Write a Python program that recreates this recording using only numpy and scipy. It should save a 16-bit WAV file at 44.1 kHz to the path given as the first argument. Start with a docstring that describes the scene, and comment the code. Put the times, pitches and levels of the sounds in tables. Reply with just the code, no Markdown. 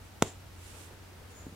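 """Hands work yarn over a table, close to a camera in a quiet room with a low hum.
After a barely audible slide of yarn, one sharp, dead tap lands at 0.22 s and the room answers briefly.
From about 0.7 s a strand is drawn through the fingers with a faint hiss and the knitting shifts.
It shifts again around 1.3 s, with a thin whisper on top, and at 1.47 s a finger bumps down softly."""
import sys
import numpy as np
from scipy import signal
from scipy.fft import rfft, irfft
from scipy.io import wavfile
from scipy.ndimage import map_coordinates

SR = 44100
rng = np.random.default_rng(int(sys.argv[2]) if len(sys.argv) > 2 else 0)


def pcm_store(signal):
    """Save signal as 16-bit PCM."""
    levels = np.round(np.clip(np.atleast_2d(signal), -1, 1) * 32767)
    wavfile.write(sys.argv[1], SR, levels.astype(np.int16).T)


N = 68355
TIME = np.arange(N) / SR
FREQS = np.fft.rfftfreq(2 * N, 1 / SR)  # bins of a double-length transform [Hz]


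def amp(db):
    """Decibels to gain."""
    return 10 ** (np.asarray(db) / 20)


def unit(x):
    """Scale to rms 1."""
    return x / np.sqrt(np.mean(x ** 2) + 1e-20)


def curve(points, hz=FREQS):
    """Read (frequency, value) breakpoints on a log frequency axis."""
    freqs, values = np.transpose(points)
    return np.interp(np.log(hz + 1), np.log(freqs + 1), values)


def filtered(x, response):
    """Play x through a frequency response."""
    return irfft(rfft(x, 2 * N) * response)[..., :N]


def delay(seconds):
    """Frequency response of a delay."""
    return np.exp(-2j * np.pi * FREQS * seconds)


def impulse(eq):
    """Spectrum of a minimum-phase hit: the given tone, with its energy up front."""
    cepstrum = irfft(np.log(amp(curve(eq))))
    cepstrum[1:N] *= 2
    cepstrum[N + 1:] = 0
    return np.exp(rfft(cepstrum))


def wobble(per_s):
    """Smooth random modulation through per_s points a second."""
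    return map_coordinates(rng.standard_normal(N), [TIME * per_s], mode="mirror")


def pan(db):
    """Left and right gains, the left louder by db."""
    return amp(np.array([np.atleast_1d(db), -np.atleast_1d(db)]) / 2)


def noise(eq, correlation):
    """Shaped stereo noise of rms 1; the lower the correlation, the wider it sits."""
    width = np.arccos(np.clip(curve(correlation), -1, 1)) / 2
    mid_side_eq = amp(curve(eq)) * np.array([np.cos(width), np.sin(width)])
    mid, side = filtered(rng.standard_normal((2, N)), mid_side_eq)
    return unit(np.array([mid + side, mid - side]))


# Bass-heavy noise bed (frequency [Hz], level [dB])
BED_EQ = [(15, -19), (25, -21.5), (59, -1.5), (96, -8), (240, -14.5), (340, -15), (457, -17.5),
          (495, -17.5), (826, -19.5), (919, -19), (1020, -22.5), (1380, -21.5), (15500, -37)]
# Near-mono rumble, wide hiss (frequency [Hz], left-right correlation [0-1])
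BED_IMAGE = [(60, .99), (150, 0.77), (380, 0.42), (950, 0.38), (2400, 0.1), (6000, 0.22)]
def room_tone(bed_db=-52, hum_db=-53.5, hum_hz=90.1):
    """A steady bed of rumble and hiss under a low hum that wavers in level and pitch."""
    waver = amp(wobble(per_s=11.85))
    phase_drift = 0.9 * wobble(per_s=7.84)
    hum = unit(waver * np.sin(2 * np.pi * hum_hz * TIME + phase_drift))
    return amp(bed_db) * noise(BED_EQ, BED_IMAGE) + amp(hum_db) * hum


# Friction: narrow lows, wide highs (frequency [Hz], left-right correlation [0-1])
RUB_IMAGE = [(100, 0.98), (500, 0.93), (1600, 0), (10000, 0)]
def rubbing(strokes, eq, snags_per_s=280, snag_db=1):
    """Friction noise that swells and fades with each stroke; catching fibres add grain."""
    envelope = 0
    for peak_s, rise_s, fall_s, db, pan_db in strokes:
        width_s = np.where(TIME < peak_s, rise_s, fall_s)
        envelope += amp(db) * pan(pan_db) * np.exp(-((TIME - peak_s) / width_s) ** 2 / 2)
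    return envelope * unit(noise(eq, RUB_IMAGE) * amp(snag_db * wobble(snags_per_s)))


# Whisper stroke (peak time [s], rise [s], fall [s], level [dB], left minus right [dB])
WHISPER_STROKES = [(1.38, 0.038, 0.061, -57.5, 2)]
# Narrow band near 7 kHz (frequency [Hz], level [dB])
WHISPER_EQ = [(3000, -32), (6100, -15), (6950, 3), (7700, -13), (11000, -21), (15000, -33)]
def whisper():
    """A light rub heard as a thin, high hiss."""
    return rubbing(WHISPER_STROKES, WHISPER_EQ)


# Cloth moves (peak time [s], rise [s], fall [s], level [dB], left minus right [dB])
KNITTING_STROKES = [(.77, 0.059, 0.058, -56, 4.5), (.92, 0.034, 0.03, -54.5, 0),
                    (1.25, 0.092, 0.044, -59.5, 5), (1.4, 0.063, 0.056, -56, 1.5)]
# Muffled rustle (frequency [Hz], level [dB])
KNITTING_EQ = [(100, 2), (250, -5), (460, 3), (700, -9), (1500, -6), (4000, -29)]
def knitting_shifts():
    """The knitting rubs softly as it shifts in the hand."""
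    return rubbing(KNITTING_STROKES, KNITTING_EQ)


# Pulls of yarn (peak time [s], rise [s], fall [s], level [dB], left minus right [dB])
STRAND_STROKES = [(.06, .03, 0.023, -66, 0), (.69, 0.075, 0.051, -55, -5), (.81, 0.039, 0.054, -54.5, -6.5),
                  (1.315, 0.0086, 0.01, -58.5, -2)]
# Airy fibre hiss (frequency [Hz], level [dB])
STRAND_EQ = [(200, -22), (900, -9), (1900, -3), (2750, 1), (4600, -4.5), (8000, 0.5), (11000, -4),
             (15500, -18)]
def strand_slides():
    """A strand hisses as it slides through the fingers."""
    return rubbing(STRAND_STROKES, STRAND_EQ)


# Soft finger hits (time [s], gain [dB])
BUMP_HITS = [(1.4666, 3.5), (1.473, -13.5), (1.5255, -8.5)]
# Padded thud (frequency [Hz], level [dB])
BUMP_EQ = [(30, -28), (80, -1), (140, 1), (300, 1), (550, -16.5), (1000, -18.5), (2000, -68), (6000, -55),
           (15000, -75)]
# Room image, widening toward the top (frequency [Hz], left-right correlation [0-1])
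ROOM_IMAGE = [(100, 0.95), (400, 0.92), (1000, 0.72), (3000, 0.39), (12000, .1)]
def finger_bumps(tail_db=-50.5, t60_s=0.18):
    """A fingertip lands: each padded contact gives a low thud and a little room tail."""
    hits = sum(amp(db) * delay(at_s) for at_s, db in BUMP_HITS)
    thuds = irfft(impulse(BUMP_EQ) * hits)[:N]
    fade = sum((TIME > at_s) * amp(db - 60 * abs(TIME - at_s) / t60_s) for at_s, db in BUMP_HITS)
    return thuds + amp(tail_db) * fade * noise(BUMP_EQ, ROOM_IMAGE)


TAP_S = 0.224  # cue for the tap, its graze, scatter and reverb
# Reverb colour (frequency [Hz], level [dB])
REVERB_EQ = [(60, -2), (130, -1), (220, -8.5), (310, -2.5), (420, -2.5), (700, -8.5), (1500, -15.5),
             (2900, -13), (3550, -10), (4400, -18), (6000, -13), (7200, -5), (8500, -14), (11000, -19),
             (15500, -32)]
# Reverb length (frequency [Hz], time to fall 60 dB [s])
REVERB_T60 = [(150, 0.24), (600, 0.29), (2500, 0.24), (7000, 0.24), (14000, 0.19)]
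def tap_reverb(level_db=-30.5, build_s=0.0017, wall_s=0.044, treble_hz=2180, early_treble_db=-11.5):
    """The room's diffuse answer: the treble opens up around wall_s, and each band dies at its own rate."""
    hz, frame_s, bands = signal.stft(noise(REVERB_EQ, ROOM_IMAGE), SR, nperseg=128)
    age = np.maximum(frame_s - TAP_S, 0)
    treble = hz ** 2 / (hz ** 2 + treble_hz ** 2)
    dip_db = early_treble_db * np.outer(treble, np.exp(-(age / wall_s) ** 4))
    decay_db = -60 * age / curve(REVERB_T60, hz)[:, None]
    tail = signal.istft(bands * amp(dip_db + decay_db))[1][:, :N]
    fade_in = 1 - np.exp(-np.maximum(TIME - TAP_S, 0) / build_s)
    return amp(level_db) * tail * fade_in


# Bright splash (frequency [Hz], level [dB])
SCATTER_EQ = [(500, 4), (1300, 2.5), (4000, -7), (6500, -1.5), (9000, -4.5), (15500, -12)]
def tap_scatter(level_db=-29, t60_s=0.036):
    """Clutter close by scatters the tap into a short burst of noise."""
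    age = TIME - TAP_S
    return (age > 0) * amp(level_db - 60 * abs(age) / t60_s) * noise(SCATTER_EQ, ROOM_IMAGE)


# Midrange tick (frequency [Hz], level [dB])
GRAZE_EQ = [(200, -16), (1000, 11), (2500, -22), (7000, -17), (15000, -39)]
def tap_graze(level_db=-29.5, lead_s=0.0018, width_s=0.00053):
    """A light touch just before the blow."""
    envelope = np.exp(-((TIME - TAP_S + lead_s) / width_s) ** 2 / 2)
    return amp(level_db) * envelope * noise(GRAZE_EQ, ROOM_IMAGE)


# Dead body of the tap (frequency [Hz], level [dB])
KNOCK_EQ = [(30, -11), (100, 20.5), (220, 24.5), (480, 18.5), (750, 16.5), (1250, 13.5), (1800, 5),
            (3000, 4.5), (4000, 2), (4800, -19), (5500, 2.5), (8500, -2.5), (12000, -14.5), (16000, -29)]
# Its short ring (frequency [Hz], level [dB], time to fall 60 dB [s])
TAP_MODES = [(1350, -25, 0.01), (2110, -24.5, 0.014), (2540, -26, 0.0049), (3440, -22, .009),
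             (5470, -34.5, 0.012), (6510, -25, 0.0085), (7030, -18, 0.0089), (8220, -30, 0.0061)]
# Bounces off table and hands (delay [s], left gain [dB], right gain [dB], low-pass cutoff [Hz])
TAP_BOUNCES = [(.00017, -13.5, -20, 12200), (.0011, -37, -27, 8000), (.0022, -18.5, -14.5, 14000),
               (.0044, -24, -15, 1200)]
# Pan by band (frequency [Hz], left minus right [dB])
TAP_PAN = [(200, 0), (600, -2.5), (1200, 3), (2400, -4.5), (4000, -3), (7000, -3.5), (12000, -2)]
# Later arrival on the left (frequency [Hz], delay [s])
TAP_LEFT_LAG = [(500, 0.000022), (3500, 0.000053), (5500, 0.000041), (7000, 0.000027), (12000, 0.000017)]
def tap(gain_db=-0.5):
    """One hard contact: a dead knock and quickly damped modes, bouncing off nearby surfaces."""
    ring = sum(amp(db - 60 * TIME / t60) * np.sin(2 * np.pi * hz * TIME) for hz, db, t60 in TAP_MODES)
    hit = impulse(KNOCK_EQ) + rfft(ring, 2 * N)
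    bounces = sum(amp([[left_db], [right_db]]) * delay(lag_s) / (1 + 1j * FREQS / cutoff_hz)
                  for lag_s, left_db, right_db, cutoff_hz in TAP_BOUNCES)
    arrival = np.array([delay(TAP_S + curve(TAP_LEFT_LAG)), delay(TAP_S)])
    return amp(gain_db) * irfft(hit * (1 + bounces) * arrival * pan(curve(TAP_PAN)))[:, :N]


def scene():
    """The mix: one tap up front, quiet handling behind it, room tone underneath."""
    yarn = strand_slides() + knitting_shifts() + whisper()
    tap_in_room = tap() + tap_graze() + tap_scatter() + tap_reverb()
    return tap_in_room + finger_bumps() + yarn + room_tone()


def record(dry, ceiling_db=-1.5, cutoff_hz=15900):
    """The camera rounds off the tap's peak and cuts the very top with a steep low-pass."""
    rounded = dry / (1 + (dry / amp(ceiling_db)) ** 6) ** (1 / 6)
    return filtered(rounded, 1 / (1 + (FREQS / cutoff_hz) ** 120))


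dry = scene()
out = record(dry)
pcm_store(out)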